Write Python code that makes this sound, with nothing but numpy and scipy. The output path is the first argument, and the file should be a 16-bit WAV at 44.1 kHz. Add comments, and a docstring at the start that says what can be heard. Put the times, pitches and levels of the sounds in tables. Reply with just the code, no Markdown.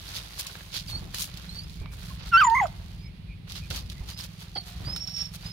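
"""Dogs play on dry leaves at the edge of a wood. From the start a far one-cylinder engine chugs and swells
under a hiss of air, and wind buffets the carried microphone. Paws scuff the leaves, snap twigs and knock
sticks. From about 0.9 s thin whistling whines come and go and feet thud on the soil; from 1.9 s a few
far birds call. At 2.3 s one dog gives a loud falling yelp, its overtones sweeping through the throat's
resonances. At 4.6 s slack vocal folds puff out a gruff yip, and the scuffing and whining go on."""
import sys
import numpy as np
from scipy import signal
from scipy.fft import rfft, irfft
from scipy.io import wavfile
from scipy.ndimage import uniform_filter1d

SR = 44100
rng = np.random.default_rng(int(sys.argv[2]) if len(sys.argv) > 2 else 0)


def wav_record(signal):
    """Record a signal, one row per channel, as 16-bit PCM in the file named by sys.argv[1]."""
    frames = np.transpose(np.atleast_2d(signal))
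    bounded = np.clip(frames, -1, 1)
    # unit amplitude maps onto the largest positive 16-bit level
    quanta = np.round(bounded * 32767).astype(np.int16)
    wavfile.write(sys.argv[1], SR, quanta)


N = 243431
T = np.arange(N) / SR
HZ = np.fft.rfftfreq(N, 1 / SR)


def gain_of(db):
    """Decibels to amplitude."""
    return 10 ** (np.asarray(db) / 20)


def unit_rms(x):
    """Scales to rms 1."""
    return x / np.sqrt(np.mean(x ** 2) + 1e-20)


def curve_at(points, hz):
    """Interpolates on a log-frequency axis."""
    f, value = np.transpose(points)
    return np.interp(np.log(hz + 1), np.log(f + 1), value)


def during(start, end, edge_s):
    """1 from start to end, with soft edges centred on both."""
    return np.clip(np.minimum(T - start, end - T) / edge_s + .5, 0, 1)


def swell(middle, length):
    """Bell-shaped envelope."""
    return np.exp(-2 * ((T - middle) / length) ** 2)


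def blow(start, t60_s, rise_s):
    """Envelope of an impact: fast rise, exponential decay."""
    age = np.maximum(T - start, 0)
    return (1 - np.exp(-age / rise_s)) * gain_of(np.maximum(-60 * age / t60_s, -200))


def pan(db):
    """Channel gains for a left-minus-right level."""
    return gain_of(np.array([[db / 2], [-db / 2]]))


def filtered(x, gain):
    """Applies a gain per frequency."""
    return irfft(rfft(x) * gain, N)


def wander(rate_hz):
    """Low-passed noise of rms 1."""
    return unit_rms(filtered(rng.standard_normal(N), np.exp(-(HZ / rate_hz) ** 2)))


def resonances(modes, hz):
    """Gain of a set of resonances at hz."""
    return sum(gain_of(db) / (1 + (2 * (hz - f) / width) ** 2) for f, width, db in modes)


# Stereo image of the noises. Each row: frequency in Hz, left minus right in dB.
BALANCE = [(60, 4.5), (200, 2), (380, -4.5), (1290, -3.5), (2400, -4), (4400, -10), (6200, 3), (8100, 4),
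           (15000, 1.5)]
# Each row: frequency in Hz, left-right coherence 0-1.
COHERENCE = [(60, 0.94), (130, 0.95), (290, 0.32), (640, 0.56), (1400, 0.022), (3100, 0), (15000, 0.0015)]
def stereo(pair, spectrum):
    """Colours two unrelated signals and gives them the coherence and balance of the two microphones."""
    same = np.clip(curve_at(COHERENCE, HZ), -1, 1)
    left, other = rfft(pair) * gain_of(curve_at(spectrum, HZ))
    right = same * left + np.sqrt(1 - same ** 2) * other
    side = gain_of(curve_at(BALANCE, HZ) / 2)
    return unit_rms(irfft(np.array([left * side, right / side]), N))


def hiss(spectrum):
    """Steady two-channel noise."""
    return stereo(rng.standard_normal((2, N)), spectrum)


def crackle(spectrum, per_s, spread_db, grain_s):
    """Many tiny fractures, each a noise burst of random size."""
    size = gain_of(spread_db * np.minimum(rng.exponential(1, N), 4))
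    fractures = size * (rng.random(N) < per_s / SR)
    power = signal.lfilter([1], [1, -np.exp(-2 / (grain_s * SR))], fractures ** 2)
    return stereo(np.sqrt(power) * rng.standard_normal((2, N)), spectrum)


# Open-air spectrum. Each row: frequency in Hz, relative density in dB.
AIR_SPECTRUM = [(150, -22.5), (280, 1), (570, -6), (1500, -9.5), (2400, -3), (4400, -8.5), (6200, -20),
                (7800, -28.5), (9500, -19), (16000, -32)]
def air(level_db=-58.5, flicker_db=0.767):
    """Faint, slightly unsteady hiss of the open air."""
    return gain_of(level_db + flicker_db * wander(11)) * hiss(AIR_SPECTRUM)


# Exhaust spectrum. Each row: frequency in Hz, relative level in dB.
EXHAUST_SPECTRUM = [(20, -36), (42, 4.5), (62, 3), (84, -11.5), (105, 7), (135, -3.5), (170, 2), (205, 1),
                    (250, -40), (400, -27), (800, -65.5)]
FIRING_HZ, FIRING_OFFSET_S = 20.729, 0.01682
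HUNT_HZ, HUNT_PERIOD_S, FASTEST_S = .948, 3.244, 1.799
def engine(level_db=-44.5, rise_db=11.5, rise_s=1.47, unevenness=0.28, echo_s=0.01252, echo_gain=0.52):
    """One exhaust pulse a firing, speed hunting slowly; distance leaves the bass, the land an echo."""
    rate_hz = FIRING_HZ + HUNT_HZ * np.cos(2 * np.pi * (T - FASTEST_S) / HUNT_PERIOD_S)
    phase = 2 * np.pi * (np.cumsum(rate_hz) / SR - FIRING_OFFSET_S * FIRING_HZ)
    chug = sum(gain_of(curve_at(EXHAUST_SPECTRUM, k * rate_hz)) * np.cos(k * phase) for k in range(1, 20))
    chug *= 1 + unevenness * wander(12)
    chug += echo_gain * np.interp(T - echo_s, T, chug)
    return gain_of(level_db - rise_db * np.maximum(1 - T / rise_s, 0)) * unit_rms(chug)


# Wind rumble. Each row: frequency in Hz, relative density in dB.
RUMBLE_SPECTRUM = [(15, -25.5), (30, -21.5), (48, -0.5), (70, -7), (120, -10.5), (220, -23.5), (400, -37),
                   (900, -60)]
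# Microphone swings. Each row: middle in seconds, length in seconds, level in dB.
MIC_SWINGS = [(0.102, 0.21, -50), (0.99, 0.21, -38.5), (1.76, 0.61, -44.5), (2.748, 1, -46.5),
              (3.79, 0.47, -44), (4.868, 0.15, -39)]
def buffeting(still_db=-49):
    """Air rumbles on the carried microphone, more strongly during each swing."""
    swings = sum(gain_of(db) * swell(middle, length) for middle, length, db in MIC_SWINGS)
    return (gain_of(still_db) + swings) * hiss(RUMBLE_SPECTRUM)


# Bouts of moving about. Each row: start in seconds, end in seconds, level in dB.
MOVING_BOUTS = [(0, 0.677, -48.5), (0.732, 1.775, -52), (2.5, 3.017, -60), (3.55, 4.34, -58),
                (4.366, 5.516, -54.5)]
def stirring(rest_db=-84.5, patchy_db=2.5):
    """Envelope of the stirred leaf litter: uneven during each bout, almost nil at rest."""
    moving = sum(gain_of(db) * during(start, end, edge_s=0.19) for start, end, db in MOVING_BOUTS)
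    return gain_of(rest_db) + moving * gain_of(patchy_db * wander(5))


# Dry leaves breaking. Each row: frequency in Hz, relative density in dB.
LEAF_SPECTRUM = [(880, -38), (1500, -20.5), (2400, -6), (3200, -1), (4600, 1), (6600, -6), (7800, -12),
                 (11400, -9.5), (16000, -15.5)]
def ticks(gain_db=-6):
    """Single leaf stalks give way as the dogs shift their weight."""
    return gain_of(gain_db) * stirring() * crackle(LEAF_SPECTRUM, per_s=62, spread_db=1, grain_s=0.00099)


# Scraped soil. Each row: frequency in Hz, relative density in dB.
SOIL_SPECTRUM = [(120, -27), (300, -1), (700, -0.5), (1400, 3), (2200, 1), (4000, 0), (9000, -42)]
# Steps. Each row: middle in seconds, length in seconds, level in dB, treble boost in dB.
PAW_SCUFFS = [(0.168, 0.04, -34.5, -1.5), (0.402, 0.023, -33, 6.5), (0.504, 0.35, -57, 10),
              (0.768, 0.05, -30.5, -4), (0.902, 0.032, -40.5, 3.5), (1.164, 0.035, -40, 1.5),
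              (1.218, 0.058, -35, 8), (1.377, 0.23, -58, -11), (1.557, 0.11, -62, 8.5),
              (1.936, 0.033, -56, 10.5), (2.068, 0.17, -49.5, 4), (2.227, 0.068, -46.5, -18),
              (2.278, 0.049, -45, -0.5), (2.565, 0.043, -50.5, 7), (3.48, .012, -56, -1),
              (3.506, 0.025, -42.5, -0.5), (3.571, 0.041, -39, -3), (3.716, 0.02, -35, -4),
              (3.762, 0.057, -36.5, -1), (3.923, 0.012, -44.5, 0), (4.103, 0.044, -41.5, 0),
              (4.2, 0.04, -38.5, 0), (4.245, 0.025, -41, 4.5), (4.421, 0.029, -47.5, 3),
              (4.684, 0.039, -48, 5.5), (4.906, 0.13, -54.5, 3), (5.204, 0.075, -43, -2.5),
              (5.35, 0.021, -44.5, 9.5), (5.467, 0.056, -45.5, -1.5)]
def scuffs(stir_fizz_db=1.0, stir_soil_db=-3, fizz_hz=6500, scrape_db=-36.5, scrape_db_per_db=0.28):
    """Each step crushes leaves and scrapes the soil beneath; the driest leaves fizz in the treble."""
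    powers = (stirring() * gain_of([[0], [stir_fizz_db], [stir_soil_db]])) ** 2  # crunch, fizz, soil
    for middle, length, db, treble_db in PAW_SCUFFS:
        gains = gain_of([[db], [db + treble_db], [scrape_db + scrape_db_per_db * db]])
        powers += (swell(middle, length) * gains) ** 2
    leaves = crackle(LEAF_SPECTRUM, per_s=1600, spread_db=2.8, grain_s=.0014)
    crunch = filtered(leaves, 1 / (1 + (HZ / fizz_hz) ** 8))
    fizz = leaves - crunch
    soil = crackle(SOIL_SPECTRUM, per_s=500, spread_db=1.5, grain_s=0.003)
    return sum(np.sqrt(power) * layer for power, layer in zip(powers, (crunch, fizz, soil)))


# Each row: start in seconds, relative level in dB, twice the left-minus-right level in dB.
TWIG_SNAPS = [(0.3937, -23.5, 18), (0.4681, -23, 10), (0.7412, -24, -10), (1.145, -20, 16),
              (1.2205, -21, 32), (1.34, -39, -29), (1.3724, -30, 7), (1.697, -39.5, -1.5),
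              (2.499, -32, -20), (2.6688, -36.5, -19), (3.5204, -26.5, -11), (3.703, -25, 3),
              (3.7592, -26.5, 16), (3.899, -28.5, -1), (4.9616, -24.5, -9), (5.075, -31.5, -2),
              (5.3475, -33, 0)]
def snaps(gain_db=-4, shiver_db=-11):
    """Dry twigs and leaf ribs crack; the leaves around them shiver a moment longer."""
    envelope = np.zeros((2, N))
    for start, db, side_db in TWIG_SNAPS:
        crack = blow(start, t60_s=0.013, rise_s=.0001)
        shiver = gain_of(shiver_db) * blow(start, t60_s=0.12, rise_s=0.0015)
        envelope += gain_of(db) * pan(side_db / 2) * (crack + shiver)
    return gain_of(gain_db) * envelope * hiss(LEAF_SPECTRUM)


# Each row: start in seconds, level in dB, pitch in Hz.
STICK_KNOCKS = [(0.46, -38.5, 1100), (0.497, -37.5, 1480), (0.553, -34, 1620), (0.607, -38, 1670),
                (1.143, -32, 1780), (1.858, -38.5, 1180), (3.71, -33, 1450), (4.847, -44, 1350),
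                (4.962, -34.5, 1400), (5.086, -42.5, 1480)]
def knocks():
    """A stick knocked on the ground rings briefly under a dull click."""
    click, out = hiss(SOIL_SPECTRUM), np.zeros((2, N))
    for start, db, hz in STICK_KNOCKS:
        ring = 0.99 * np.sin(2 * np.pi * hz * (T - start))
        out += gain_of(db) * blow(start, t60_s=0.022, rise_s=0.00027) * (ring + click)
    return out


# Each row: start in seconds, length in seconds, first pitch in Hz, last pitch in Hz,
# bow above the straight glide in Hz, relative peak in dB, place of the peak 0-1.
WHINE_GLIDES = [(0.88, .11, 4740, 4640, -390, -39.5, 0.98), (1.491, .07, 4080, 4480, 1.5, -42.5, 0.08),
                (1.552, .065, 4490, 4560, 3.5, -43.5, 0.8), (1.598, .06, 4490, 5150, 0, -51.5, 0.56),
                (2.102, 0.026, 1100, 1040, 2, -45, .35), (2.439, .04, 7080, 7190, 20.5, -36.5, 0.72),
                (2.51, .11, 6450, 6620, -140, -59, 0.9), (2.626, 0.055, 6950, 7230, 57, -52.5, 0),
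                (2.961, 0.12, 4630, 5200, 23, -63, .85), (4.126, 0.11, 4800, 5500, 6, -50.5, 0.5),
                (4.552, .075, 4600, 4400, -74, -33.5, 0.1), (4.848, 0.24, 4584, 5540, 295.5, -39, 0.31),
                (5.073, .23, 5450, 5440, 14, -38.5, 0.5), (5.415, .11, 4495, 5100, 204, -48.5, 1)]
MUZZLE_HZ, MUZZLE_WIDTH_HZ, MUZZLE_DB = 8550, 1600, -18.5
def whines(gain_db=2.5, rise_db=5.5, fade_db=24, flutter_db=4.5, jitter=0.0045, waver=0.0024):
    """Nearly pure, trembling whistles glide, swell and fade; the muzzle lets a faint octave through."""
    out = np.zeros(N)
    tremble = 1 + jitter * wander(150) + waver * wander(25)
    for start, length, first_hz, last_hz, bow_hz, peak_db, peak_at in WHINE_GLIDES:
        along = np.clip((T - start) / length, 0, 1)
        top = np.clip(peak_at, .05, .95)
        pitch = first_hz + (last_hz - first_hz) * along + bow_hz * np.sin(np.pi * along ** 0.85)
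        rising, fading = (1 - along / top) ** 2, ((along - top) / (1 - top)) ** 2
        db = peak_db - np.where(along < top, rise_db * rising, fade_db * fading)
        phase = 2 * np.pi * np.cumsum(pitch * tremble) / SR
        octave = resonances([(MUZZLE_HZ, MUZZLE_WIDTH_HZ, MUZZLE_DB)], 2 * pitch)
        tone = np.sin(phase) + octave * np.sin(2 * phase)
        out += gain_of(db) * during(start, start + length, edge_s=.004) * tone
    return np.sqrt(2) * out * gain_of(gain_db + flutter_db * wander(56))


# Low scraping noise after each thump. Each row: frequency in Hz, relative density in dB.
LOW_SCRAPE_SPECTRUM = [(80, -25), (220, 4.5), (450, -2), (900, -4), (2500, -14.5), (8000, -59)]
# Each row: start in seconds, level in dB, pitch in Hz.
THUMPS = [(0.929, -20, 97), (1.02, -20.5, 68.5), (1.813, -17.5, 63), (2.796, -26.5, 86), (3.705, -18, 96),
          (4.005, -17.5, 55), (4.801, -24, 96), (4.868, -21.5, 107)]
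def thumps(scrape_db=-25):
    """Footfall or microphone handling: a few low cycles, and a scrape that grows with level and pitch."""
    push, scrape = np.zeros((2, N))
    for start, db, hz in THUMPS:
        cycles = np.sin(2 * np.pi * hz * (T - start))
        push += gain_of(db) * blow(start, t60_s=0.057, rise_s=0.0049) * cycles
        scrape += gain_of(db) * (hz / 100) ** 2 * blow(start, t60_s=0.49, rise_s=0.00049)
    return push + gain_of(scrape_db) * scrape * hiss(LOW_SCRAPE_SPECTRUM)


# Each row: middle in seconds, length in seconds, pitch in Hz, level in dB.
BIRD_CALLS = [(1.86, 0.092, 2300, -57.5), (3.067, 0.058, 2265, -59), (3.318, 0.043, 2390, -53.5),
              (3.643, 0.032, 2420, -51.5), (3.98, 0.049, 2110, -59.5), (4.72, 0.22, 710, -62.5),
              (5.076, 0.098, 734, -63)]
def birds(warble=0.04):
    """Short distant calls, blurred by the trees."""
    out = np.zeros(N)
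    for middle, length, hz, db in BIRD_CALLS:
        phase = 2 * np.pi * np.cumsum(hz * (1 + warble * wander(200))) / SR
        out += gain_of(db) * swell(middle, length) * np.sqrt(2) * np.sin(phase)
    return out


# Falling pitch with upward breaks. Each row: time in seconds, pitch in Hz.
YELP_PITCH = [(2.312, 1530), (2.337, 1348), (2.367, 1354), (2.377, 1514), (2.403, 1561), (2.417, 1292),
              (2.44, 1149), (2.451, 1015), (2.49, 900.4), (2.544, 925), (2.558, 1099), (2.576, 1007),
              (2.593, 1140), (2.615, 863), (2.671, 565)]
# Brief level dips. Each row: middle in seconds, length in seconds, gain in dB.
YELP_LEVEL_DIPS = [(2.392, 0.023, -3.5), (2.442, 0.0067, -8), (2.463, 0.0068, -13), (2.502, 0.014, -9)]
GAPE_S, GAPE_LENGTH_S, GAPE_CLEARING = 2.579, .062, 0.72
GAPE_DIP_DB, GAPE_BOOST_DB, MOUTH_SHUT_DB = -5, 21, -2.5
HELD_ROUGH, FALL_ROUGH, TIRING_PER_S, STEEP_OCT_PER_S = 0.041, 0.36, .9, 8
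def yelp_controls(level_db=-12, attack_s=0.032, sag_db_per_s=33, release_s=0.035):
    """Pitch, strength, mouth boost, roughness. One gape lifts the octave and weakens the fundamental."""
    times, hz = np.transpose(YELP_PITCH)
    pitch = np.interp(T, times, hz)
    age = np.maximum(T - times[0], 0)
    gape = during(GAPE_S - GAPE_LENGTH_S / 2, GAPE_S + GAPE_LENGTH_S / 2, edge_s=.01)
    envelope = np.minimum(age / attack_s, 1) ** 2 * np.clip((times[-1] - T) / release_s, 0, 1)
    dips_db = sum(db * swell(middle, length) for middle, length, db in YELP_LEVEL_DIPS)
    strength = envelope * gain_of(level_db - sag_db_per_s * age + GAPE_DIP_DB * gape + dips_db)
    # The voice roughens as its pitch drops, more so as it tires; the wide jaw clears it.
    fall_oct_per_s = uniform_filter1d(np.maximum(-np.gradient(np.log2(pitch)) * SR, 0), size=700)
    steepness = np.minimum(fall_oct_per_s / STEEP_OCT_PER_S, 1)
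    rough = HELD_ROUGH + (FALL_ROUGH + TIRING_PER_S * age) * steepness ** 2
    rough = np.clip(rough * (1 - GAPE_CLEARING * gape), 0, 1)
    return pitch, strength, MOUTH_SHUT_DB + GAPE_BOOST_DB * gape, rough


# Throat resonances. Each row: centre in Hz, width in Hz, gain in dB.
YELP_MODES = [(1220, 80, 1), (1990, 300, -13.5), (2618, 236, -11), (3010, 210, -12.5), (4620, 220, -15.5),
              (5352, 120, -22), (5860, 360, -35), (13230, 5000, -51)]
# Rasp in the voice. Each row: frequency in Hz, relative density in dB.
RASP_SPECTRUM = [(400, -40.5), (750, -22), (1000, 4), (1400, -12.5), (2000, -0.5), (2500, -4), (3450, -7),
                 (4200, -17.5), (5000, -15.5), (7800, -24.5), (12500, -28), (16000, -28)]
def yelp(jitter=0.029, flutter=0.18, mouth_hz=2100, mouth_width_hz=230, rasp_db=-17, sideband_hz=370):
    """A strong fundamental whose overtones flare as they sweep through the throat's resonances."""
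    pitch, strength, mouth_db, rough = yelp_controls()
    tension = gain_of(44 * np.minimum(np.log2(pitch / 1300), 0))  # slack folds give a rounder tone
    pitch = pitch * (1 + jitter * rough * wander(300))
    phase = 2 * np.pi * np.cumsum(pitch) / SR
    voice = np.cos(phase)
    for k in range(2, 12):
        hz = k * pitch
        mouth = gain_of(mouth_db * np.exp(-((hz - mouth_hz) / mouth_width_hz) ** 2 / 2))
        shimmer = 1 + (rough + 0.083) * wander(230)  # overtones break up before the fundamental
        overtone = (tension if k > 2 else 1) * np.cos(k * phase)
        voice += resonances(YELP_MODES, hz) * mouth * shimmer * overtone
    # A weak second oscillation at high tension and uneven cycles add sidebands.
    second = np.cos(2 * np.pi * np.cumsum(sideband_hz * (1 + 0.076 * wander(79.34))) / SR)
    voice *= 1 + 0.05 * tension * second + flutter * rough * wander(200)
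    puffs = rng.standard_normal(N) * (1 + np.cos(phase))
    rasp = unit_rms(filtered(puffs, gain_of(curve_at(RASP_SPECTRUM, HZ))))
    return strength * (np.sqrt(2) * voice + gain_of(rasp_db) * (rough + 0.36 * tension) * rasp)


# Throat resonances. Each row: centre in Hz, width in Hz, relative gain in dB.
YIP_MODES = [(410, 320, -7.5), (787, 92, 3), (1290, 280, -8), (2050, 640, -13.5), (3216, 120, 1),
             (4540, 620, -4)]
def yip(start_s=4.556, level_db=-31.5, pitch_hz=410, attack_s=0.0064, hold_s=0.012, t60_s=0.081):
    """Hoarse puffs from slack vocal folds ring the throat."""
    phase = 2 * np.pi * np.cumsum(pitch_hz * (1 + 0.0816 * wander(144))) / SR
    puffs = rng.standard_normal((2, N)) * (1 + np.cos(phase))
    voice = unit_rms(filtered(puffs + .5 * puffs[::-1], resonances(YIP_MODES, HZ)))
    age = np.maximum(T - start_s, 0)
    decay_db = 60 * np.clip((age - hold_s) / t60_s, 0, 2)
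    return voice * np.minimum(age / attack_s, 1) * gain_of(level_db - decay_db)


def aside(x, lag_s=0.00016):
    """A sound from one side reaches the second microphone later."""
    return np.array([x, filtered(x, np.exp(-2j * np.pi * HZ * lag_s))])


def trunk_echo(x, delay_s=0.005, echo_db=-8):
    """An echo from a trunk to one side meets the two microphones in opposite phase."""
    return x + gain_of(echo_db) * np.interp(T - delay_s, T, x) * np.array([[1], [-1]])


def wood_reverb(x, near_db=-17, near_t60_s=0.16, near_per_s=1500, far_db=-31, far_t60_s=1.0):
    """Close reflections from ground and trunks, then a faint scatter from the trees."""
    t = np.arange(SR) / SR
    near, far = rng.standard_normal((2, 2, SR))
    near *= (rng.random((2, SR)) < near_per_s / SR) * gain_of(-60 * t / near_t60_s) * (t > .002)
    far *= gain_of(-60 * t / far_t60_s) * (t > .015)
    taps = sum(gain_of(db) * part / np.linalg.norm(part, axis=1, keepdims=True)
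               for part, db in ((near, near_db), (far, far_db)))
    return x + signal.fftconvolve(x, taps, axes=1)[:, :N]


def scene():
    """The dogs and their footfalls in the wood, over the far engine and the open air."""
    whistles = aside(whines()) * pan(db=-6.5)
    voices = trunk_echo(yelp()) * pan(db=-2.5) + whistles + yip() * pan(db=-3.5)
    bed = (air() + engine() + thumps() + buffeting()) * pan(db=-3)
    litter = scuffs() + snaps() + ticks() + knocks()
    return wood_reverb(voices + litter + birds() * pan(db=-6.5)) + bed


def record(dry):
    """Low-pass at 15.85 kHz."""
    lowpass = signal.firwin(511, 15850, window=("kaiser", 9), fs=SR)
    return signal.oaconvolve(dry, lowpass[None], "same")


dry = scene()
out = record(dry)
wav_record(out)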